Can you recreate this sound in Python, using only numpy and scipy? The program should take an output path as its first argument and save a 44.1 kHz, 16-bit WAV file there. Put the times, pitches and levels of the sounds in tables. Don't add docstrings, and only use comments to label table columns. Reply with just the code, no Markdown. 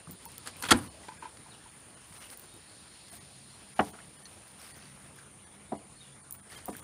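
import sys
import numpy as np
from scipy import signal
from scipy.fft import rfft, irfft
from scipy.io import wavfile
from scipy.ndimage import uniform_filter1d

SR = 44100
rng = np.random.default_rng(int(sys.argv[2]) if len(sys.argv) > 2 else 0)


def persist_wave(psi):
    counts = np.round(np.clip(psi, -1, 1) * 32767).astype(np.int16)
    wavfile.write(sys.argv[1], SR, np.atleast_2d(counts).T)


def volts_from_db(level):
    exponent = np.asarray(level, float) / 20
    return 10 ** exponent


N = 301203

# pitch in Hz, level in dB.
AIR_COLOUR = [(22, -43), (35, -25), (60, 3), (130, -2), (250, -5.5), (500, -9.5), (1300, -12.5),
              (2700, -16), (5000, -23.5), (8000, -21.5), (11200, -34), (15500, -37), (16200, -56)]
# time in seconds, strength in dB.
BREEZE = [(0, 0), (.6, 5.5), (1.1, 4.5), (1.6, 1.5), (2.3, 0.5), (3.4, .5), (4.4, -0.5), (4.9, 2),
          (5.6, 0.5), (6.4, 0), (6.83, 6.5)]
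# time in seconds, level in dB.
MOTOR_LEVEL = [(2.8, -62), (3.4, -61.5), (4.2, -66), (5, -58.5), (5.6, -62.5), (6.4, -62.5), (6.83, -73)]
# pitch in Hz, level in dB per Hz.
PORT_COLOUR = [(7000, -38), (8200, -23), (8850, 1.5), (9400, 2), (9950, -1), (10500, -19.5), (11500, -30),
               (13000, -43)]
# pitch in Hz, width in Hz, level in dB, how far it follows the swell (ratio).
CHOIRS = [
    (4340, 1900, -67.5, 1.42),
    (7050, 680, -71.5, 0.42),
]
# time in seconds, level in dB.
CHOIR_SWELL = [(0, 0), (.5, 5), (1.84, -2.5), (3.04, 5), (3.78, 2), (4.3, -1), (4.7, -2), (5.44, -12),
               (6.03, -0.5), (6.5, -11), (6.83, -5)]
# start in seconds, length in seconds, first pitch in Hz, last pitch in Hz, level in dB.
BIRDS = [(1.49, .04, 4300, 4000, -67), (1.497, .064, 4700, 2400, -62), (1.615, 0.025, 3400, 3030, -67),
         (2.22, .05, 3350, 2430, -62), (2.48, .1, 3750, 3750, -72), (2.64, .17, 4400, 4150, -70),
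         (2.87, .1, 4250, 4300, -69), (2.99, .1, 4450, 4300, -71), (3.32, .07, 4350, 4050, -69),
         (3.46, .1, 4200, 4200, -70), (5.955, .05, 4400, 4250, -67), (6.0, 0.036, 3900, 3380, -60),
         (6.032, 0.022, 3350, 2600, -63), (6.058, 0.031, 3600, 3290, -66), (6.1, .04, 3300, 3600, -69)]

# time in seconds, effort in dB.
GRIP = [(0, -4.5), (1.2, -0.5), (2.6, 0.5), (3.6, 3.5), (4.5, 3.5), (5.3, -7), (6.2, -12), (6.83, -6)]
# pitch in Hz, level in dB per Hz.
RUB_HISS_COLOUR = [(6000, -24), (8200, -1.5), (9400, 8), (10600, -1.5), (13000, -15), (15200, -11),
                   (16000, -17)]
# pitch in Hz, level in dB per Hz.
RUB_BODY_COLOUR = [(300, -2), (900, 12), (2000, 11), (4500, 6), (6500, 3.5), (11000, -26)]
# start in seconds, end in seconds, bright hiss in dB, duller body in dB.
STROKES = [(0.063, 0.142, -68, -65), (.19, 0.368, -62, -63), (0.42, .5, -56, -58), (0.56, .7, -53, -69),
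           (0.727, 0.803, -46.5, -53), (.77, .875, -57, -60), (1.02, 1.16, -72, -65.5),
           (1.7, 1.82, -73, -85), (2.04, 2.145, -68, -71), (2.114, 2.28, -59.5, -57),
           (2.274, 2.351, -52, -57.5), (2.37, 2.503, -74, -71), (3.08, 3.177, -57, -63),
           (3.745, 3.903, -59, -57.5), (4.215, 4.356, -68, -71), (4.575, 4.724, -60, -59),
           (4.702, 4.91, -71, -63), (4.873, 5.1, -69, -67.5), (5.134, 5.246, -66, -66),
           (5.98, 6.097, -68, -65), (6.303, 6.367, -64, -64.5), (6.486, 6.538, -53, -51.5),
           (6.535, 6.6, -62, -57), (6.65, 6.716, -54, -58.5), (6.691, 6.82, -58, -62.5)]
# start in seconds, end in seconds, level in dB.
CRACKLES = [(.075, .14, -72), (.6, .7, -62), (.8, .88, -64), (2.05, 2.14, -72), (2.13, 2.29, -66),
            (2.293, 2.347, -58), (3.09, 3.18, -70), (3.79, 3.9, -68), (4.58, 4.72, -66), (6.49, 6.6, -66),
            (6.65, 6.82, -68)]
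# pitch in Hz, level in dB per Hz.
CRACKLE_COLOUR = [(6000, -30), (8000, -4), (10500, -2), (12000, 0), (15300, 0), (16000, -15)]
# time in seconds, peak level in dB.
FINGERNAILS = [(.3182, -44), (0.3809, -32.5), (.603, -53), (.6245, -29.5), (1.7888, -62), (2.5397, -53),
               (2.5656, -51), (3.1293, -46), (3.2485, -60), (4.0637, -62), (4.3161, -64), (4.5181, -54),
               (4.7805, -53), (5.1607, -54), (5.1876, -58)]
# time in seconds, peak level in dB.
FINGER_PADS = [(1.049, -62), (1.7205, -63), (2.2245, -57), (2.302, -52), (3.0829, -60), (3.8082, -51),
               (3.85, -54), (4.6163, -56), (5.002, -62), (5.0234, -63), (6.576, -58)]
# time in seconds, peak level in dB, lens part ring in dB.
STRAP_SNAPS = [(.11, -39.5, -1), (.1199, -40, -8), (.2543, -34, -12), (0.568, -42, -17), (.6734, -48, 1),
               (2.374, -37, -16), (2.396, -40, -8), (2.4177, -49, -2), (2.4428, -60, -3), (3.1532, -45, -8),
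               (3.167, -50, -4), (3.8674, -56, -9), (3.8881, -53, 1), (3.9035, -53, -6), (4.4792, -51, -10),
               (4.7647, -57, 5), (6.309, -33, -13), (6.3245, -27, -14), (6.3405, -44, -2), (6.35, -48, -9),
               (6.3584, -53, -7), (6.657, -32, -12), (6.686, -39, -18), (6.767, -37, -16),
               (6.7814, -48, -17), (6.7944, -46, -18)]

# time in seconds, level in dB, pitch in Hz.
KNOCKS = [(0.0743, -39.5, 167), (0.108, -43, 181), (0.26, -40.5, 912), (.535, -51, 2400), (.559, -47, 2350),
          (.559, -50, 3000), (.637, -38, 1425), (0.7072, -16.5, 3250), (.712, -19, 1353), (.717, -19, 340),
          (.715, -24.5, 990), (.716, -23.5, 233), (.719, -19, 4560), (.7185, -21.5, 1880), (.739, -23, 245),
          (1.035, -52, 1980)]
# time in seconds, level in dB, pitch in Hz.
UNDERFOOT = [(3.13, -53, 700), (3.7925, -26, 1700), (3.7935, -30, 1860), (3.796, -24, 1100),
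             (3.7925, -43, 4300), (3.7925, -33.5, 2900), (4.255, -43, 6100), (4.6, -47, 5400),
             (4.255, -43, 4300), (4.264, -46, 4200), (4.256, -53, 1850), (6.52, -51, 1800),
             (6.565, -43.5, 3150)]
# time in seconds, level in dB, pitch in Hz.
GRIT = [(.0725, -37, 1240), (3.942, -41, 1400), (3.988, -37, 1400), (3.99, -50, 2500), (4.002, -42, 1790),
        (4.63, -50, 4480), (4.665, -43, 4900), (4.721, -46, 4360), (4.744, -44, 4700), (4.8, -51, 5500),
        (4.822, -48, 4360), (4.835, -48, 4940), (4.855, -47, 4520), (4.881, -53, 4470),
        (5.187, -40.5, 1660), (5.188, -46, 6500), (5.753, -49, 2100), (6.547, -46, 2380), (6.73, -45, 2420),
        (6.751, -36, 1640)]
# time in
# seconds, level in dB, pitch in Hz.
SMALL_RINGS = [(.62, -40, 990), (.64, -42, 990), (.66, -44, 980), (.687, -38, 800), (.7125, -17, 1320),
               (.719, -21, 1520), (.727, -28, 850), (.733, -30, 1550), (.745, -34, 1000), (.757, -30, 330),
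               (.783, -40, 800), (.803, -36, 290), (.808, -39, 130), (.833, -43, 190), (.843, -47, 980),
               (.94, -52, 620), (.97, -52, 630), (3.794, -28, 1420), (3.812, -30, 800), (6.721, -46, 250),
               (3.8, -40, 90), (5.73, -51, 85), (6.69, -49, 80), (.708, -24, 3120), (.714, -29, 720),
               (6.682, -40, 240)]
# time in seconds, level in
# dB, pitch in Hz.
TINY_GRAINS = [(.625, -28, 9300), (.637, -30, 9400), (.638, -34, 4200), (.642, -36, 2600), (.687, -26, 9300),
               (.6868, -26, 3400), (.6868, -28, 1600), (.691, -34, 7000), (3.7925, -22, 1400), (4.59, -50, 3600),
               (4.645, -48, 5600), (4.69, -48, 4200), (4.77, -50, 6200), (4.79, -50, 3700), (.655, -38, 4300),
               (.657, -40, 2600), (1.68, -54, 3300), (1.69, -52, 3200), (2.2235, -44, 1300), (2.2235, -46, 2900),
               (2.335, -50, 4200), (2.336, -50, 3000), (6.5, -48, 4900), (6.502, -46, 2150), (6.512, -48, 1800),
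               (6.52, -46, 4600), (6.527, -46, 4800), (6.533, -46, 1900), (6.54, -48, 1400), (6.552, -47, 5600),
               (6.56, -46, 1750), (6.577, -44, 1750), (6.578, -48, 4500), (6.59, -48, 1800), (6.625, -50, 2000),
               (6.648, -55, 4500), (6.731, -46, 1400), (6.785, -48, 2500), (6.796, -48, 4300), (2.302, -42, 8800),
               (2.302, -46, 11000), (.64, -34, 1450), (.652, -38, 3300), (.664, -40, 1500), (.672, -42, 3800),
               (.695, -34, 2400), (.7, -34, 1500), (6.705, -40, 780), (6.714, -42, 740), (5.743, -38, 820),
               (5.732, -38, 1020), (3.9885, -44, 2000)]
# pitch as a ratio, level in dB.
CLUSTER = [(1, 0), (1.045, -7), (.95, -7), (1.09, -11)]

# time in seconds, level in dB, slab ring in dB, treble tilt in dB per octave,
# heel flap in dB.
STEPS = [
    (3.792, -12, -20.5, 4, -6.5),
    (5.72, -26, -15, -24, -1),
    (6.681, -30.5, -10, -8, 2.5),
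]
# pitch in Hz, level in dB, seconds to die by 60 dB.
SLAB_TONES = [(206, 2, 0.2), (299.7, 1, 0.24), (451, -8, 0.33), (550, -5, 0.098), (709, 2, 0.14),
              (803, 1, 0.15), (1002, -2, 0.15), (1240, -1, 0.069)]
# pitch in Hz, level in dB per Hz.
SLAP_COLOUR = [(35, -67), (60, -21.5), (476, -7.5), (783, -3.5), (1700, -11), (2040, -14), (3030, -17),
               (4090, -27.5), (7000, -43), (9100, -76), (15400, -120)]
# pitch in Hz, seconds to die by 60 dB.
YARD_RING = [(100, 0.56), (260, 0.22), (700, .13), (1800, 0.071), (4500, 0.019)]

# start in seconds, level in dB, hold in seconds, fade in seconds,
# treble tilt in dB per octave.
SCRAPES = [(0.453, -44, 0.017, 0.032, 2), (0.471, -37, 0.0022, .011, 3.5), (0.6227, -35.5, .003, 0.011, 5),
           (0.632, -35.5, 0.0065, 0.0098, 1), (0.648, -37, 0.0046, 0.038, 0.5),
           (0.687, -30.5, 0.0017, .036, -1), (0.706, -16, 0.0037, 0.012, 3.5),
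           (0.709, -15.5, 0.01, 0.0032, 0), (0.73, -31, 0.0023, 0.029, -1), (0.739, -40, .016, 0.11, -5.5),
           (1.083, -43, 0.0032, 0.0092, -3), (1.22, -49, 0.0032, 0.1, -2.5),
           (1.369, -51.5, 0.003, .006, 1.5), (3.926, -51.5, 0.017, 0.019, -4.5),
           (3.988, -55.5, .006, 0.033, -2.5), (5.187, -56, 0.003, .011, 1), (6.5, -53, 0.043, 0.098, 2)]
# pitch in Hz, level in dB per Hz.
SCRAPE_COLOUR = [(88, -76), (150, -3.5), (348, -2), (790, -3.5), (1390, 3.5), (2310, -4), (3220, -3),
                 (3550, -6.5), (4580, -4.5), (5570, -13.5), (9820, -10), (15100, -38), (16000, -49)]
# pitch in Hz, level in dB, seconds to die by 60 dB.
GATE_TONES = [(91.5, -4, 0.25), (285, -4, 0.21), (495, 0, 0.14), (642, -2, 0.091), (810, 4, 0.12),
              (990, 1.5, 0.15), (242, 0, 0.2), (350, -4, 0.16)]
# time in seconds, level in dB, softness in milliseconds.
SHOVES = [
    (0.09, -46.5, 0.95),
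    (0.469, -51.5, 0.51),
    (0.631, -48, 0.3),
    (.712, -31.5, 0.31),
    (.722, -27, 0.62),
    (.738, -21.5, 2.3),
]
# pitch in Hz, level in dB, seconds to die by 60 dB.
LATCH_TONES = [(879, -1, 0.1), (993, 1, 0.068), (1570, -9, 0.055), (2440, -5, 0.048)]
# time in seconds, peak level in dB.
RATTLES = [
    (1.087, -38.5),
    (1.118, -46),
    (1.224, -39.5),
    (1.254, -38),
    (1.461, -52.5),
    (1.659, -53),
]

THIN_MOMENTS = [.273, .893, 1.191, 1.959, 2.193, 3.111, 3.196, 3.751, 3.921, 4.177, 4.241, 4.732, 5.457,
                5.777, 6.225, 6.332, 6.374, 6.417, 6.567, 6.716, 6.813]


def evened(x):
    return x / np.sqrt(np.mean(abs(x) ** 2) + 1e-20)


def read(points, hz):
    f, value = np.transpose(points)
    return np.interp(np.log(hz + 1), np.log(f + 1), value)


def level_at(rows, t):
    s, db = np.transpose(rows)
    return np.interp(t, s, db)


def add(mix, s, sound):
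    part = mix[round(s * SR):][:len(sound)]
    part += sound[:len(part)]


def coloured(x, points, tilt_db=0):
    hz = np.fft.rfftfreq(len(x), 1 / SR)
    colour_db = read(points, hz) + tilt_db * np.log2(hz / 2000 + 0.016)
    return evened(irfft(rfft(x) * volts_from_db(colour_db), len(x)))


def ringing(tones, soft_ms, detune):
    longest = max(t60 for _, _, t60 in tones)
    t = np.arange(0, min(longest * 1.3, 1 / 3), 1 / SR)
    ring = np.zeros(len(t))
    for k, ((hz, db, t60), shift) in enumerate(zip(tones, detune)):
        sign = (-1) ** k
        ring += sign * volts_from_db(db - 60 * t / t60) * np.sin(2 * np.pi * hz * shift * t)
    blow = np.hanning(int(soft_ms * SR / 500) + 3)
    return np.convolve(ring, blow / blow.sum())


def gritty(size, spread_db, grain):
    jumps = uniform_filter1d(rng.standard_normal(size), max(int(grain), 1))
    return rng.standard_normal(size) * volts_from_db(spread_db * evened(jumps))


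def air():
    rumble_follows, leaves_follow = 1, 0.66
    frames, hz = N // 256 + 5, np.fft.rfftfreq(1024, 1 / SR)
    a, b, patches = rng.standard_normal((frames, 513, 3)).T
    patches = evened(uniform_filter1d(uniform_filter1d(patches, 16, 0), 12, 1))
    flicker = evened(uniform_filter1d(rng.standard_normal(frames), 4))
    breeze_db = level_at(BREEZE, np.arange(frames) * 256 / SR)
    low = 1 / (1 + (hz[:, None] / 500) ** 2)
    colour_db = read(AIR_COLOUR, hz)[:, None]
    calm = (a + 1j * b) * volts_from_db(colour_db + (2.5 - 1.3 * low) * patches + 0.92 * flicker)
    swell = volts_from_db((low * rumble_follows + (1 - low) * leaves_follow) * breeze_db)
    calm_sound = signal.istft(calm, nperseg=1024, noverlap=768)[1]
    breezy_sound = signal.istft(calm * swell, nperseg=1024, noverlap=768)[1]
    return volts_from_db(-57.5) / np.sqrt(np.mean(calm_sound ** 2)) * breezy_sound[:N]


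def motor():
    t, out = np.arange(N) / SR, np.zeros(N)
    width_hz = 7
    r = np.exp(-np.pi * width_hz / SR)
    for hz, db in [(138, 0.3), (201, -1.5)]:
        chance = rng.standard_normal(N) + 1j * rng.standard_normal(N)
        wander = signal.lfilter([1 - r], [1, -r], chance)
        tone = evened(0.55 + evened(wander)) * np.exp(2j * np.pi * hz * t)
        out += volts_from_db(db + level_at(MOTOR_LEVEL, t)) * tone.real
    return out * np.clip(t - MOTOR_LEVEL[0][0], 0, .5) * 2


def insects():
    out = volts_from_db(-58) * coloured(gritty(N, 1.0, 130), PORT_COLOUR)
    swell_db = level_at(CHOIR_SWELL, np.arange(N) / SR)
    for hz, width, db, follows in CHOIRS:
        below = [(hz - 2 * width, -40), (hz - width / 2, -3)]
        above = [(hz + width / 2, -3), (hz + 2 * width, -40)]
        band = below + [(hz, 0)] + above
        out += volts_from_db(db + follows * swell_db) * coloured(gritty(N, 1.0, 200), band)
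    return out


def birds():
    out = np.zeros(N)
    for s, length, from_hz, to_hz, db in BIRDS:
        hz = np.linspace(from_hz, to_hz, int(length * SR))
        hz *= 1 + 0.018 * evened(uniform_filter1d(rng.standard_normal(len(hz)), 80))
        flutter_db = 2.2 * evened(uniform_filter1d(rng.standard_normal(len(hz)), 200))
        whistle = np.sin(2 * np.pi * np.cumsum(hz) / SR) * signal.windows.tukey(len(hz), .4)
        add(out, s, volts_from_db(db + flutter_db) * whistle)
    t = np.arange(SR // 8) / SR
    leaves = rng.standard_normal(len(t)) * volts_from_db(-60 * t / .2)
    return out + volts_from_db(2.5) * signal.oaconvolve(out, leaves / np.linalg.norm(leaves))[:N]


def rubbing():
    t = np.arange(N) / SR
    grip_db = level_at(GRIP, t)
    hiss = volts_from_db(-68 + grip_db)
    body = volts_from_db(-69.5 + 1.2 * grip_db)
    for s, end, hiss_db, body_db in STROKES:
        stroke = np.clip((t - s) / 0.041, 0, 1) * np.clip((end - t) / .012, 0, 1)
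        hiss = hiss + volts_from_db(hiss_db) * stroke
        body = body + volts_from_db(body_db) * stroke
    hiss_sound = hiss * coloured(gritty(N, 2.3, 90), RUB_HISS_COLOUR)
    return hiss_sound + body * coloured(gritty(N, 2.5, 200), RUB_BODY_COLOUR)


def crackle():
    t, level = np.arange(N) / SR, np.zeros(N)
    for s, end, db in CRACKLES:
        level += volts_from_db(db) * np.clip((t - s) / .015, 0, 1) * np.clip((end - t) / .015, 0, 1)
    return level * coloured(gritty(N, 3.5, 40), CRACKLE_COLOUR)


def ticks():
    out, t = np.zeros(N), np.arange(3000) / SR
    lens_hz, lens_t60, snap_t60 = 14900, 0.08, .007
    # time in seconds, peak in dB, dull part in dB, lens ring in dB
    rows = [(s, db, 0.5, -25) for s, db in FINGERNAILS]
    rows += [(s, db, 15, -25) for s, db in FINGER_PADS]
    rows += [(s, db, -49 - db, lens_db) for s, db, lens_db in STRAP_SNAPS]
    chance = rng.standard_normal((len(rows), 3, 3000))
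    bright_band = signal.butter(2, [8800, 15500], "band", fs=SR, output="sos")
    dull_band = signal.butter(2, [2500, 8500], "band", fs=SR, output="sos")
    lens_band = signal.butter(1, [lens_hz - 150, lens_hz + 150], "band", fs=SR, output="sos")
    snap = volts_from_db(-60 * t / snap_t60)
    for (s, db, dull_db, lens_db), (a, b, c) in zip(rows, chance):
        bright = signal.sosfilt(bright_band, a * snap)
        dull = signal.sosfilt(dull_band, b * snap)
        lens = volts_from_db(lens_db - 60 * t / lens_t60) * evened(signal.sosfilt(lens_band, c)) * 0.55
        sound = bright / abs(bright).max() + volts_from_db(dull_db - 6.0) * dull / abs(dull).max()
        add(out, s, volts_from_db(db) * (volts_from_db(5.5) * sound + lens))
    return out


def clicks(ringers, grains):
    out = np.zeros(N)
    rows = [(s, db, hz, 0.066 * (hz / 1000) ** -0.45) for s, db, hz in ringers]
    rows += [(s, db, hz, 0.012) for s, db, hz in grains]
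    for s, db, hz, t60 in rows:
        tones = [(hz * ratio, tone_db, t60) for ratio, tone_db in CLUSTER]
        add(out, s, volts_from_db(db) * ringing(tones, .05, rng.uniform(.985, 1.015, len(tones))))
    return out


def yard(tilt_db):
    hz, t, z = signal.stft(rng.standard_normal(SR // 2), SR, nperseg=128)
    dull_db = tilt_db * np.log2(np.maximum(hz / 950, 1))
    fade_db = 60 * t / read(YARD_RING, hz)[:, None]
    tail = signal.istft(z * volts_from_db(dull_db[:, None] - fade_db), SR, nperseg=128)[1]
    shaped = coloured(np.append(np.zeros(200), tail), SLAP_COLOUR)[200:]
    return shaped / abs(shaped).max() * np.clip(np.arange(len(shaped)) / 220, 0, 1) ** 2


def sandals():
    out = np.zeros(N)
    pocket_hz, cycles = 747, 3.2
    u = np.arange(int(cycles * SR / pocket_hz)) * pocket_hz / SR
    pop = np.sin(2 * np.pi * u) * (.45 + .18 * u) * np.clip(4 * (cycles - u), 0, 1)
    t = np.arange(SR // 140) / SR
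    thud = np.sin(2 * np.pi * 290 * t) * np.hanning(len(t))
    flap = np.sin(2 * np.pi * 340 * t) * np.hanning(len(t))
    for s, db, slab_db, tilt_db, flap_db in STEPS:
        add(out, s, volts_from_db(db) * pop)
        add(out, s, volts_from_db(db - 9 + flap_db) * thud)
        add(out, s + .0093, volts_from_db(db + flap_db) * flap)
        add(out, s, volts_from_db(db - 3.0) * yard(tilt_db))
        slab = ringing(SLAB_TONES, 0.23, rng.uniform(0.96, 1.01, len(SLAB_TONES)))
        add(out, s + 0.00221, volts_from_db(db + slab_db) * slab)
    return out


def gate():
    out = np.zeros(N)
    t = np.arange(8192) / SR
    for s, db, hold, fall, tilt_db in SCRAPES:
        rise = 0.73 * hold
        fade = np.exp(-2 * np.maximum(t - rise - hold, 0) / fall)
        shape = np.clip(t / rise, 0, 1) ** 2 * fade
        add(out, s, volts_from_db(db) * shape * coloured(gritty(8192, 1.63, 48), SCRAPE_COLOUR, tilt_db))
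    for s, db, soft_ms in SHOVES:
        boards = ringing(GATE_TONES, soft_ms, rng.uniform(0.985, 1.015, len(GATE_TONES)))
        add(out, s, volts_from_db(db) * boards)
    for s, db in RATTLES:
        latch = ringing(LATCH_TONES, 0.23, rng.uniform(1.0, 1.01, len(LATCH_TONES)))
        add(out, s, volts_from_db(db + 2.0) * latch)
    return out


def scene():
    background = air() + motor() + insects() + birds()
    handling = rubbing() + crackle() + ticks()
    small_parts = clicks(KNOCKS + UNDERFOOT, GRIT) + clicks(SMALL_RINGS, TINY_GRAINS)
    return (background + handling + small_parts + sandals() + gate())[None]


def thinned(x):
    size = 1500
    out, hz = x.copy(), np.fft.rfftfreq(2048, 1 / SR)
    window = np.sin(np.pi * np.arange(size) / size)
    for s in THIN_MOMENTS:
        at = slice(round(s * SR) - size // 2, round(s * SR) + size // 2)
        z = rfft(x[at] * window, 2048)
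        spared = np.exp(-((hz - 9400) / 600) ** 2) + (hz < 1200) + .15 * (hz > 10500)
        threshold = np.sqrt(uniform_filter1d(abs(z) ** 2, 60)) * volts_from_db(5 - 12 * spared)
        change = np.where(abs(z) < threshold, -.85, .9 * np.clip(1 - spared, 0, 1))
        out[at] += irfft(z * change, 2048)[:size] * window
    return out


def band_limit(x):
    return signal.sosfilt(signal.butter(12, 16530, fs=SR, output="sos"), x)


def record(dry):
    thin = signal.sosfilt(signal.butter(3, 50, "high", fs=SR, output="sos"), dry[0])
    top_cut = signal.firwin(255, 15600, window=("kaiser", 3.0), fs=SR)
    cut = signal.oaconvolve(thin, top_cut, "same")
    finished = thinned(cut)[None]
    return band_limit(finished)


dry = scene()
out = record(dry)
persist_wave(out)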